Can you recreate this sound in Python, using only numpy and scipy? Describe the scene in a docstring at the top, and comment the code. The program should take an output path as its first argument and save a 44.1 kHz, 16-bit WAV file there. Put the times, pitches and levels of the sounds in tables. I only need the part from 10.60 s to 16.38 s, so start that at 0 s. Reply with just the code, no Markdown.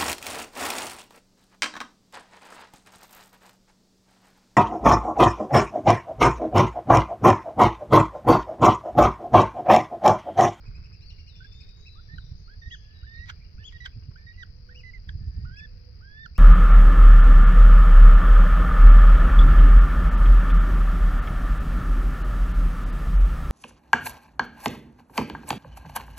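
"""Nestling in a pine wood

A woodpecker nestling, held in the hand, whines in thin rising notes that snap downward and sometimes rasp.
Its voice is a gliding tone with pressure-driven overtones, coloured by the throat and the open beak.
Further off, birds chirp, trill, whistle, coo and twitter as pitch contours with scatter from the wood.
Filtered noise makes a pulsing insect drone, a soft hush, and the rumble and brushing of a hand-held camera.
Of its two ports, the left favours the treble and the right the middle."""
import sys
import numpy as np
from scipy import signal
from scipy.fft import rfft, irfft, next_fast_len
from scipy.io import wavfile
from scipy.ndimage import uniform_filter1d

SR = 44100
rng = np.random.default_rng(int(sys.argv[2]) if len(sys.argv) > 2 else 0)


def store_pcm(level_fs):
    """Save levels as 16-bit WAV."""
    pcm = np.round(np.clip(level_fs, -1, 1) * 32767).astype(np.int16)
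    wavfile.write(sys.argv[1], SR, np.atleast_2d(pcm).T)


N = 254898
T = np.arange(N) / SR  # s
HZ = np.fft.rfftfreq(2 * N, 1 / SR)

# knocks of the grip on the camera body: (time [s], ring frequency [Hz], level [dB])
GRIP_KNOCKS = [(0.091, 108, -32.5), (0.192, 76.7, -33), (1.545, 152, -38), (1.724, 82.5, -31),
               (2.077, 70, -29.5), (2.995, 88.4, -34.5), (3.375, 108, -30.5), (3.49, 131.7, -38),
               (4.547, 70.3, -27.5), (4.619, 82.3, -28.5), (4.678, 91, -33), (4.786, 83, -26),
               (4.84, 121.6, -33.5), (4.875, 93, -33)]


def undb(db):
    """Level to amplitude: 20 dB is a factor of ten."""
    return 10 ** (np.asarray(db) / 20)


def unit(x):
    """Normalisation to an rms of 1."""
    return x / np.sqrt(np.mean(x ** 2))


def on_log_axis(hz, points, axis=1):
    """Interpolation of a spectrum column on a logarithmic frequency axis."""
    table = np.array(points, float)
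    return np.interp(np.log(np.maximum(hz, 1)), np.log(table[:, 0]), table[:, axis])


def shape(x, gain):
    """Linear filtering: the spectrum is multiplied by a gain for every frequency."""
    return irfft(rfft(x, 2 * N) * gain)[..., :N]


def waver(rate):
    """Random modulation of rms 1: noise low-passed by a Gaussian that falls to 1/e at rate [Hz]."""
    return unit(shape(rng.standard_normal(N), np.exp(-(HZ / rate) ** 2)))


def gate(start, end, attack, release):
    """Sine-squared envelope of attack, hold and release, half way up its ramps at start and end."""
    ramp = np.minimum((T - start) / attack, (end - T) / release) + .5
    return np.sin(np.clip(ramp, 0, 1) * np.pi / 2) ** 2


def contour(notes, edge_s):
    """Frequency and amplitude interpolated between points; each note dies away half as fast as it starts."""
    points = np.array([p for note in notes for p in note])
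    points = points[np.argsort(points[:, 0])]
    hz = np.interp(T, points[:, 0], points[:, 1])
    db = np.interp(T, points[:, 0], points[:, 2])
    opening = 0
    for note in notes:
        ramp = np.minimum(T - note[0][0], (note[-1][0] - T) / 2) / edge_s + .5
        opening = opening + np.clip(ramp, 0, 1)
    envelope = np.sin(np.minimum(opening, 1) * np.pi / 2) ** 2
    return uniform_filter1d(hz, size=130), undb(db) * envelope


def syrinx(hz, overtones_db):
    """Harmonic series of a vibrating membrane; the fundamental has rms 1."""
    phase = 2 * np.pi * np.cumsum(hz) / SR
    partials = enumerate([0, *overtones_db], 1)
    return np.sqrt(2) * sum(undb(db) * np.sin(k * phase) for k, db in partials)


def arches(table, droop, rough):
    """Frequency and amplitude that rise and fall together with one squeeze of the syrinx."""
    hz, loud, octave_db = np.zeros((3, N))
    for s, length, top_hz, db, bright_db in table:
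        u = 2 * (T - s) / length  # -1 to 1 across the chirp
        on = abs(u) < 1
        hz[on] = top_hz * (1 - droop * u[on] ** 2)
        loud[on] = undb(db) * np.cos(u[on] * np.pi / 2)
        octave_db[on] = bright_db
    # the tone is steadiest at the top of the arch and frays on its steep flanks
    flank = np.clip(abs(np.gradient(hz)) * SR / 30000, .3, 1)
    flicker = undb(2.0 * waver(120))
    frayed_hz = hz * (1 + rough * flank * waver(350))
    return loud * flicker * syrinx(frayed_hz, [octave_db, octave_db - 13.5])


def wood(x, wet_db, t60):
    """Direct sound plus decaying diffuse scatter from trunks, independent at each port."""
    t = T[:SR]
    noise = rng.standard_normal((2, SR))
    low = signal.sosfiltfilt(signal.butter(3, 5400, fs=SR, output="sos"), noise)
    decay = 1000 ** (-t / t60)  # 60 dB down after t60 [s]
    # needles soak up the treble, which decays twice as fast
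    scatter = (low * decay + (noise - low) * decay ** 2) * (1 - np.exp(-t / 0.0037))
    # the level reference is an envelope that builds up more slowly
    scatter /= np.sqrt(np.sum((decay * (1 - np.exp(-t / 0.032))) ** 2))
    return x + undb(wet_db) * signal.fftconvolve(x[None], scatter, axes=1)[:, :N]


def distant(x, wet_db, t60):
    """Propagation from afar: absorption by foliage, comb filtering by ground and trunk echoes, and scatter."""
    # what the beaks and the foliage let through: (frequency [Hz], gain [dB])
    foliage = [(2000, 4), (5300, 3.5), (6200, -18.5), (7400, -1.5), (8200, -34.5), (9500, -31),
               (12000, -41)]
    lags = rng.uniform(0.000918, 0.01, (5, 2, 1))  # s, five echoes at each port
    echoes = undb(-15) * sum(np.exp(-2j * np.pi * HZ * lag) for lag in lags)
    direct = shape(x, undb(on_log_axis(HZ, foliage)))
    return wood(direct, wet_db, t60) + shape(direct, echoes)


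def nestling():
    """Nonlinear voice: pressure and fast glides brighten the overtones; in a rasp the membrane flutters."""
    # hoarse breaks: (time of the peak [s], build-up time [s],
    # level of the breath noise after the beak's colour [dB])
    rasps = [(2.659, .002, -56.5), (2.701, 0.01, -39.5), (3.127, 0.009, -57), (3.262, 0.007, -40.5),
             (4.493, 0.0043, -52)]
    # resonance of the throat and open beak: (frequency [Hz], gain [dB])
    beak = [(500, -25.5), (900, -5), (1500, 0.5), (2000, 7), (2700, -4.5), (3400, 3), (4000, 2),
            (5000, -7.5), (6000, -1.5), (7300, -16.5), (8500, -22), (10000, -38.5), (12000, -24.5)]
    hz, loud, gape_db = cries()
    rasp = 0
    for s, rise, db in rasps:
        rasp = rasp + undb(db) * np.exp(-np.maximum((s - T) / rise, (T - s) / 0.0078))
    chaos = np.minimum(rasp / undb(-39.0), 1)

    # the strain of a rasp also drives the tone louder and drags it down
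    loud = loud + undb(-35.0) * chaos ** 2
    hz = hz * (1 - .32 * chaos ** 2)
    # speed of the pitch change, 1 at 30000 Hz/s
    glide = np.clip(uniform_filter1d(abs(np.gradient(hz)), size=260) * SR / 30000, 0, 1)
    push = np.clip((20 * np.log10(loud + 1e-9) + 54) / 14, 0, 1)
    hz = hz * (1 + .003 * waver(150) + 0.053 * chaos * waver(840))

    # the higher the overtone, the more it gains from pressure; each flickers on its own
    overtones = []
    for k, db in enumerate((-20.5, -28, -42.0, -45.0), 2):
        pressure_db = (3.63 * k + 8 * glide) * push
        overtones.append(db + gape_db + pressure_db + on_log_axis(k * hz, beak) + 2 * waver(60))
    tone = loud * undb(1.5 * waver(100)) * syrinx(hz, overtones)

    # air escapes in uneven spurts through the fluttering membrane
    spurts = rng.standard_normal(N) * undb(3.5 * waver(500))
    breath_gain = undb(on_log_axis(HZ, beak)) / np.hypot(1, HZ / 3800)
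    noise = rasp * unit(shape(spurts, breath_gain))
    return wood(tone + noise, wet_db=-26.5, t60=0.2)


def cries():
    """Frequency and amplitude modulation: a cry scoops up, climbs and snaps down; the voice comes and goes."""
    # cries, each one arch of pitch: (start [s], snap time [s], early pitch [Hz], late pitch [Hz],
    # scoop time constant [s], level of the snap's burst [dB], gain of the overtones from the gape [dB])
    cry_arcs = [ (.78, .895, 1524, 1690, .02, -69, -6), (1.352, 1.587, 1513, 1946, .052, -38.5, -3.5),
                (1.875, 2.155, 1659, 1950, 0.024, -58, -0.5), (2.432, 2.714, 1773, 1957, 0.016, -53, -1.5),
                (2.982, 3.273, 1782, 1980, .01, -52, 0), (3.556, 3.837, 1770, 2018, .013, -43.5, 0),
                (4.093, 4.495, 1903, 2178, .013, -38, -6), (4.848, 5.069, 1444, 1842, .005, -67, 2.5),
                (5.408, 5.664, 1536, 1868, 0.012, -46.5, 0)]
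    # stretches in which the voice catches: (start [s], length [s], opening level [dB],
    # closing level [dB], sag of the pitch at the close [share])
    voiced_notes = [ (.805, 0.028, -48.5, -55, 0), (0.846, .02, -45, -58.5, 0),
                    (1.354, 0.049, -63, -55.5, 0), (1.487, 0.064, -53, -49.5, 0),
                    (1.876, 0.072, -58, -56.5, 0), (2.018, 0.038, -47.5, -52.5, .02),
                    (2.058, 0.033, -48, -49, 0), (2.111, 0.039, -47, -42, .07), (2.43, 0.038, -55, -65, 0),
                    (2.467, .188, -51.5, -46, 0), (2.656, 0.051, -60, -48.5, 0),
                    (2.98, 0.054, -60, -52.5, .02), (3.128, 0.046, -53.5, -46, .02),
                    (3.204, 0.059, -45, -45.5, 0), (3.558, 0.013, -50, -54, 0),
                    (3.666, .055, -50, -50, .01), (3.777, 0.0571, -52, -42.5, .05),
                    (4.09, 0.042, -51, -55.5, .02), (4.236, 0.072, -49, -47, .06),
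                    (4.336, 0.045, -44, -57.5, .1), (4.85, 0.049, -50.5, -57.5, .09),
                    (4.896, 0.164, -56, -45.5, .025), (5.407, 0.26, -59.5, -44, 0)]
    scoop_share, drop_share = 0.28, .25  # pitch missing at the start of a cry and after its snap
    fall_s = .0052  # before the snap time, when half the drop is done
    burst_s, lead_s = 0.0033, 0.0011  # the burst of level peaks just before the bottom
    overshoot, settle_s = .027, .009  # a note is sharp by this share around its start, then settles
    attack_s, release_s, sag_s = .005, .011, .014

    hz, loud, gape_db = np.full(N, float(cry_arcs[0][2])), np.zeros(N), np.zeros(N)
    for start, end, early_hz, late_hz, scoop_s, snap_db, bright_db in cry_arcs:
        on = T >= start
        climb = np.interp(T[on], [start, end], [early_hz, late_hz])
        scoop = 1 - scoop_share * np.exp((start - T[on]) / scoop_s)
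        fall = 1 - drop_share / (1 + (np.maximum(end - T[on], 0) / fall_s) ** 2)
        hz[on] = climb * scoop * fall
        gape_db[on] = bright_db
        loud += undb(snap_db) * np.exp(-((T - end + lead_s) / burst_s) ** 2)
    for s, length, open_db, close_db, sag in voiced_notes:
        voiced = gate(s, s + length, attack_s, release_s)
        loud += voiced * undb(np.interp(T, [s, s + length], [open_db, close_db]))
        sharpening = overshoot * np.exp(-abs(T - s) / settle_s)
        sagging = sag * np.exp(-abs(T - s - length) / sag_s)
        hz *= 1 + sharpening - sagging
    return uniform_filter1d(hz, size=130), loud, gape_db


def whines():
    """Weak, wavering tones of a barely open beak, which passes little of the second harmonic."""
    # soft whines between the notes, each a list of points: (time [s], pitch [Hz], level [dB])
    whine_points = [
        [(2.16, 1720, -75), (2.27, 1706, -64.5), (2.46, 1854, -66)],
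        [(3.58, 1760, -58), (3.66, 1830, -68.5), (3.76, 1945, -60.5)],
        [(4.61, 1760, -65), (4.69, 1795, -73.5), (4.74, 1733, -67), (4.81, 1870, -68), (4.95, 1925, -73)],
    ]
    hz, loud = contour(whine_points, edge_s=0.055)
    flicker = undb(1.2 * waver(30))
    tone = syrinx(hz * (1 + 0.0035 * waver(75)), [-20])
    return wood(loud * flicker * tone, wet_db=-17, t60=0.27)


def far_birds():
    """Chirps, trill, whistle and coos, each with its own ratio of scattered to direct sound."""
    # a second bird's arched chirps, before the foliage: (time of the top [s], length [s],
    # top pitch [Hz], level [dB], level of the octave relative to the fundamental [dB])
    chirp_arches = [(1.273, 0.051, 2677, -58.5, -3), (2.133, 0.071, 3393, -50.5, -8.5),
                    (3.068, 0.074, 3424, -48.5, -1), (4.181, 0.08, 2918, -57.5, -1.5),
                    (4.985, .062, 2693, -59, 0.5), (5.58, 0.054, 2760, -74.5, -15),
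                    (5.778, 0.064, 2800, -57.5, 2)]
    # a long slurred whistle, lists of points: (time [s], pitch [Hz], level [dB])
    whistle_points = [
        [(.4, 3450, -78), (.425, 4060, -60.5), (.455, 4510, -63), (.485, 4580, -50.5), (.505, 4150, -57),
         (.52, 3400, -67)],
        [(.68, 4420, -53.5), (.715, 3740, -64), (.76, 3530, -62), (.83, 3465, -63.5), (.95, 3603, -63.5),
         (1.1, 3736, -64), (1.25, 3886, -65), (1.34, 4020, -64)],
    ]
    # faint low coos, lists of points: (time [s], pitch [Hz], level [dB])
    coo_points = [
        [(3.93, 487, -78.5), (4.08, 496, -72), (4.22, 491, -71)],
        [(5.04, 490, -71), (5.18, 494.6, -77.5), (5.32, 490, -71)],
    ]
    chirps = arches(chirp_arches, droop=.28, rough=.017)
    trill = arches(trill_notes(), droop=.22, rough=.08)
    hz, loud = contour(whistle_points, edge_s=0.018)
    whistle = loud * undb(2.4 * waver(44)) * syrinx(hz * (1 + 0.0035 * waver(120)), [])
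    hz, loud = contour(coo_points, edge_s=.04)
    coos = loud * undb(3.7 * waver(25)) * syrinx(hz * (1 + 0.011 * waver(60)), [])
    arched = distant(chirps, wet_db=-13, t60=.7) + distant(trill, wet_db=-6, t60=.35)
    return arched + wood(whistle, wet_db=-6.5, t60=1.0) + wood(coos, wet_db=-10, t60=0.69)


def trill_notes(count=13):
    """A quickening pulse train of arched chirps; pitch and level follow one swell of effort."""
    start_s, period_s, quicken_s = .071, .0905, .00095  # each period is shorter than the last by quicken_s
    low_hz, rise_hz = 2532, 316
    base_db, swell_db, scatter_db = -67, 2.5, 1.8  # before the foliage; scatter from note to note
    note_s, note_octave_db = (.05, .033), (-1, 8)  # (first note, last note): they shorten and brighten
    u = np.linspace(0, 1, count)
    periods = period_s - quicken_s * np.arange(count - 1)
    times = start_s + np.append(0, np.cumsum(periods))
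    effort = np.sin(np.pi * u) ** 2
    db = base_db + swell_db * effort + scatter_db * rng.standard_normal(count)
    length = np.interp(u, [0, 1], note_s)
    octave_db = np.interp(u, [0, 1], note_octave_db)
    return zip(times, length, low_hz + rise_hz * effort, db, octave_db)


def songbird():
    """Down-slurred pure tones deep in the wood, where scattered sound outweighs direct sound."""
    # notes of the song: (start [s], end pitch [Hz], level before the final trim [dB])
    song_notes = [(.92, 6450, -76.5), (1.16, 6330, -72), (1.275, 3916, -59), (1.33, 3496, -66.5),
                  (1.405, 5520, -71.5), (1.52, 3900, -59.5), (1.6, 3527, -59), (1.63, 5460, -68),
                  (1.755, 6030, -71.5), (1.81, 4336, -61.5), (1.985, 5620, -69.5), (2.085, 6110, -67),
                  (2.325, 3800, -63.5), (2.525, 4020, -64)]
    note_s, slur = .085, 0.083  # each note starts higher by this share of its pitch, then levels out
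    hz, loud = np.zeros(N), np.zeros(N)
    for s, end_hz, db in song_notes:
        u = (T - s) / note_s
        on = (u > 0) & (u < 1)
        hz[on] = end_hz * (1 + slur * (1 - u[on]) ** 2)
        loud[on] = undb(db) * np.sin(np.pi * u[on])
    tone = syrinx(hz * (1 + .012 * waver(250)), [])
    return wood(loud * tone, wet_db=1.0, t60=0.81) * undb(-1)


def twitter(count=30):
    """Faint peeps of small birds far back, at random times, pitches and levels."""
    peeps = []
    for when, pitch, size in rng.random((count, 3)):
        # top time [s], length [s], top pitch [Hz], level before the foliage [dB], octave [dB]
        peeps.append((2.2 + 1.6 * when, .03, 2200 + 800 * pitch, -75 + 6 * size, -14))
    return distant(arches(peeps, droop=.25, rough=.015), wet_db=-7, t60=.4)


def insects(pulse_hz=49.25, sag_hz=260):
    """Resonant noise bands; the nearest insect is amplitude-modulated and its pitch sags in each pulse."""
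    # bands of the chorus: (centre [Hz], width scale [Hz], level [dB], power that pulses [share, 0-1])
    chorus_bands = [(4882, 370, -63.5, 0.37), (4480, 424, -70, 0.1), (5250, 410, -76.5, 0.8),
                    (5887, 53, -81.5, 0.11)]
    cycle = np.cumsum(pulse_hz * (1 + 0.027 * waver(7.1))) / SR % 1
    # a frequency shift from +sag_hz to -sag_hz over each pulse
    sag = np.exp(2j * np.pi * np.cumsum(sag_hz * (1 - 2 * cycle)) / SR)
    pulse = np.sin(np.pi * cycle) ** 2
    out = 0
    for hz, width, db, depth in chorus_bands:
        ring = (1 + ((HZ - hz) / width) ** 2 / 4) ** -4
        chorus = unit(shape(rng.standard_normal((2, N)), ring))
        nearest = unit(shape(rng.standard_normal((2, N)), ring))
        analytic = signal.hilbert(nearest, next_fast_len(N))[:, :N]
        pulsed = unit((analytic * sag).real * pulse)
        share = np.clip(depth, 0, 1)
        mix = np.sqrt(1 - share) * chorus + np.sqrt(share) * pulsed
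        out = out + undb(db + .5 * waver(19)) * mix
    return out


def handling():
    """Structure-borne noise: the grip rumbles through the camera body, knocks it into a few cycles and scuffs."""
    # colour of the body's rumble: (frequency [Hz], gain [dB])
    body = [(15, -5.5), (28, 0.5), (42, 4.5), (85, 2.5), (120, -4.5), (170, -13), (250, -32.5),
            (400, -39.5), (1000, -83)]
    rumble = unit(shape(rng.standard_normal(N), undb(on_log_axis(HZ, body))))
    rumble /= np.sqrt(uniform_filter1d(rumble ** 2, size=4000))  # even out the level
    grip_db = grip()
    # the deepest sway rises with the grip up to a ceiling, while the shudder goes on growing
    sway = shape(rumble, 1 / (1 + (HZ / 48) ** 6))
    sway_db = np.minimum(grip_db + 1.5, -37)
    rumble = undb(grip_db) * (rumble - sway) + undb(sway_db) * sway
    scuff = unit(shape(rng.standard_normal(N), 1 / (1 + ((HZ - 160) / 90) ** 2) ** 2))
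    knocks = 0
    for s, hz, db in GRIP_KNOCKS:
        # a knock that rings higher scuffs more
        ring = np.sin(2 * np.pi * hz * (T - s)) + undb(-17.0) * (hz / 100) ** 2 * scuff
        knocks = knocks + undb(db) * np.exp(-((T - s) / 0.013) ** 2) * ring
    return rumble + knocks


def grip():
    """Level [dB] of the rumble: slow modulation, a swell around each knock, a raised level as the hold shifts."""
    # the hands shift their hold: (start [s], end [s], rise of the grip level [dB])
    hold_shifts = [(.04, .23, 3.5), (1.53, 1.78, 4), (2.415, 2.75, 3), (2.954, 3.498, 2),
                   (4.462, 4.926, 11)]
    rest_db, wander_db, swell_db = -46, 1.95, 4.5
    swell_s, shift_edge_s = 0.024, .04
    jolts = sum(np.exp(-((T - s) / swell_s) ** 2) for s, _, _ in GRIP_KNOCKS)
    shifts_db = sum(db * gate(start, end, shift_edge_s, shift_edge_s) for start, end, db in hold_shifts)
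    return rest_db + wander_db * waver(17) + swell_db * jolts + shifts_db


def brushes():
    """Stick-slip friction: skin and cloth catch and slip in tiny grains of noise."""
    # fingers and sleeve brushing: (time of the peak [s], time to fall to 1/e [s], level [dB])
    strokes = [(0.045, 0.032, -59.5), (0.12, 0.065, -71), (0.184, 0.007, -59), (0.218, 0.1, -66.5),
               (0.313, .008, -61.5), (1.189, 0.025, -66.5), (2.96, 0.0076, -81), (3.428, 0.016, -63),
               (3.517, 0.0085, -60.5)]
    # colour of skin on cloth: (frequency [Hz], gain [dB])
    cloth = [(200, -14.5), (350, 12), (700, -5.5), (1300, 7.5), (2100, 2.5), (3500, -17), (6000, -33),
             (9000, -40)]
    touch = sum(undb(db) * np.exp(-((T - s) / length) ** 2) for s, length, db in strokes)
    grains = rng.standard_normal(N) * undb(3.1 * waver(150))
    return touch * unit(shape(grains, undb(on_log_axis(HZ, cloth))))


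def air():
    """Diffuse noise, independent at the two ports: a soft hush that swells a little."""
    # air of the wood and microphone hiss: (frequency [Hz], spectral density [dB per Hz])
    air_density = [(30, -78.5), (120, -87), (250, -89.5), (320, -100), (410, -91), (560, -102),
                   (1000, -108), (1550, -103), (2500, -104), (3300, -113), (5600, -114), (6600, -129),
                   (9300, -144), (12000, -125), (15500, -125)]
    gain = undb(on_log_axis(HZ, air_density)) * np.sqrt(SR / 2)
    return shape(rng.standard_normal((2, N)), gain) * undb(.8 * waver(12))


def scene():
    """Superposition of everything that reaches the two ports."""
    birds = nestling() + whines() + far_birds() + songbird() + twitter()
    return birds + insects() + air() + handling() + brushes()


def record(dry):
    """Frequency-dependent level and phase differences between the ports, then a steep low-pass."""
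    # the two ports: (frequency [Hz], left minus right level [dB], phase lead of the left [rad])
    port_response = [(30.2, -2, 0.57), (128, -4.5, 0.31), (297, -8, 1), (600, -8.5, -1.3), (1000, -8.5, 1),
                     (1550, -15.5, 5), (1740, -6.5, 2.5), (1890, -12, 4), (2736, -1.5, 8.5),
                     (3343, 4.5, 7.5), (3350, 9, 8), (4080, 12, 7.5), (5200, 17.5, 9.5), (9300, 11.5, 24.5)]
    tilt = undb(on_log_axis(HZ, port_response, axis=1))
    lead = on_log_axis(HZ, port_response, axis=2)
    ports = np.array([tilt * np.exp(1j * lead), np.ones(len(HZ))])
    ports = ports * np.sqrt(2 / (1 + tilt ** 2))  # the summed power gain stays 2 at every frequency
    low_pass = signal.ellip(10, .2, 80, 15700, fs=SR, output="sos")
    return signal.sosfilt(low_pass, shape(dry, ports))


dry = scene()
out = record(dry)
store_pcm(out)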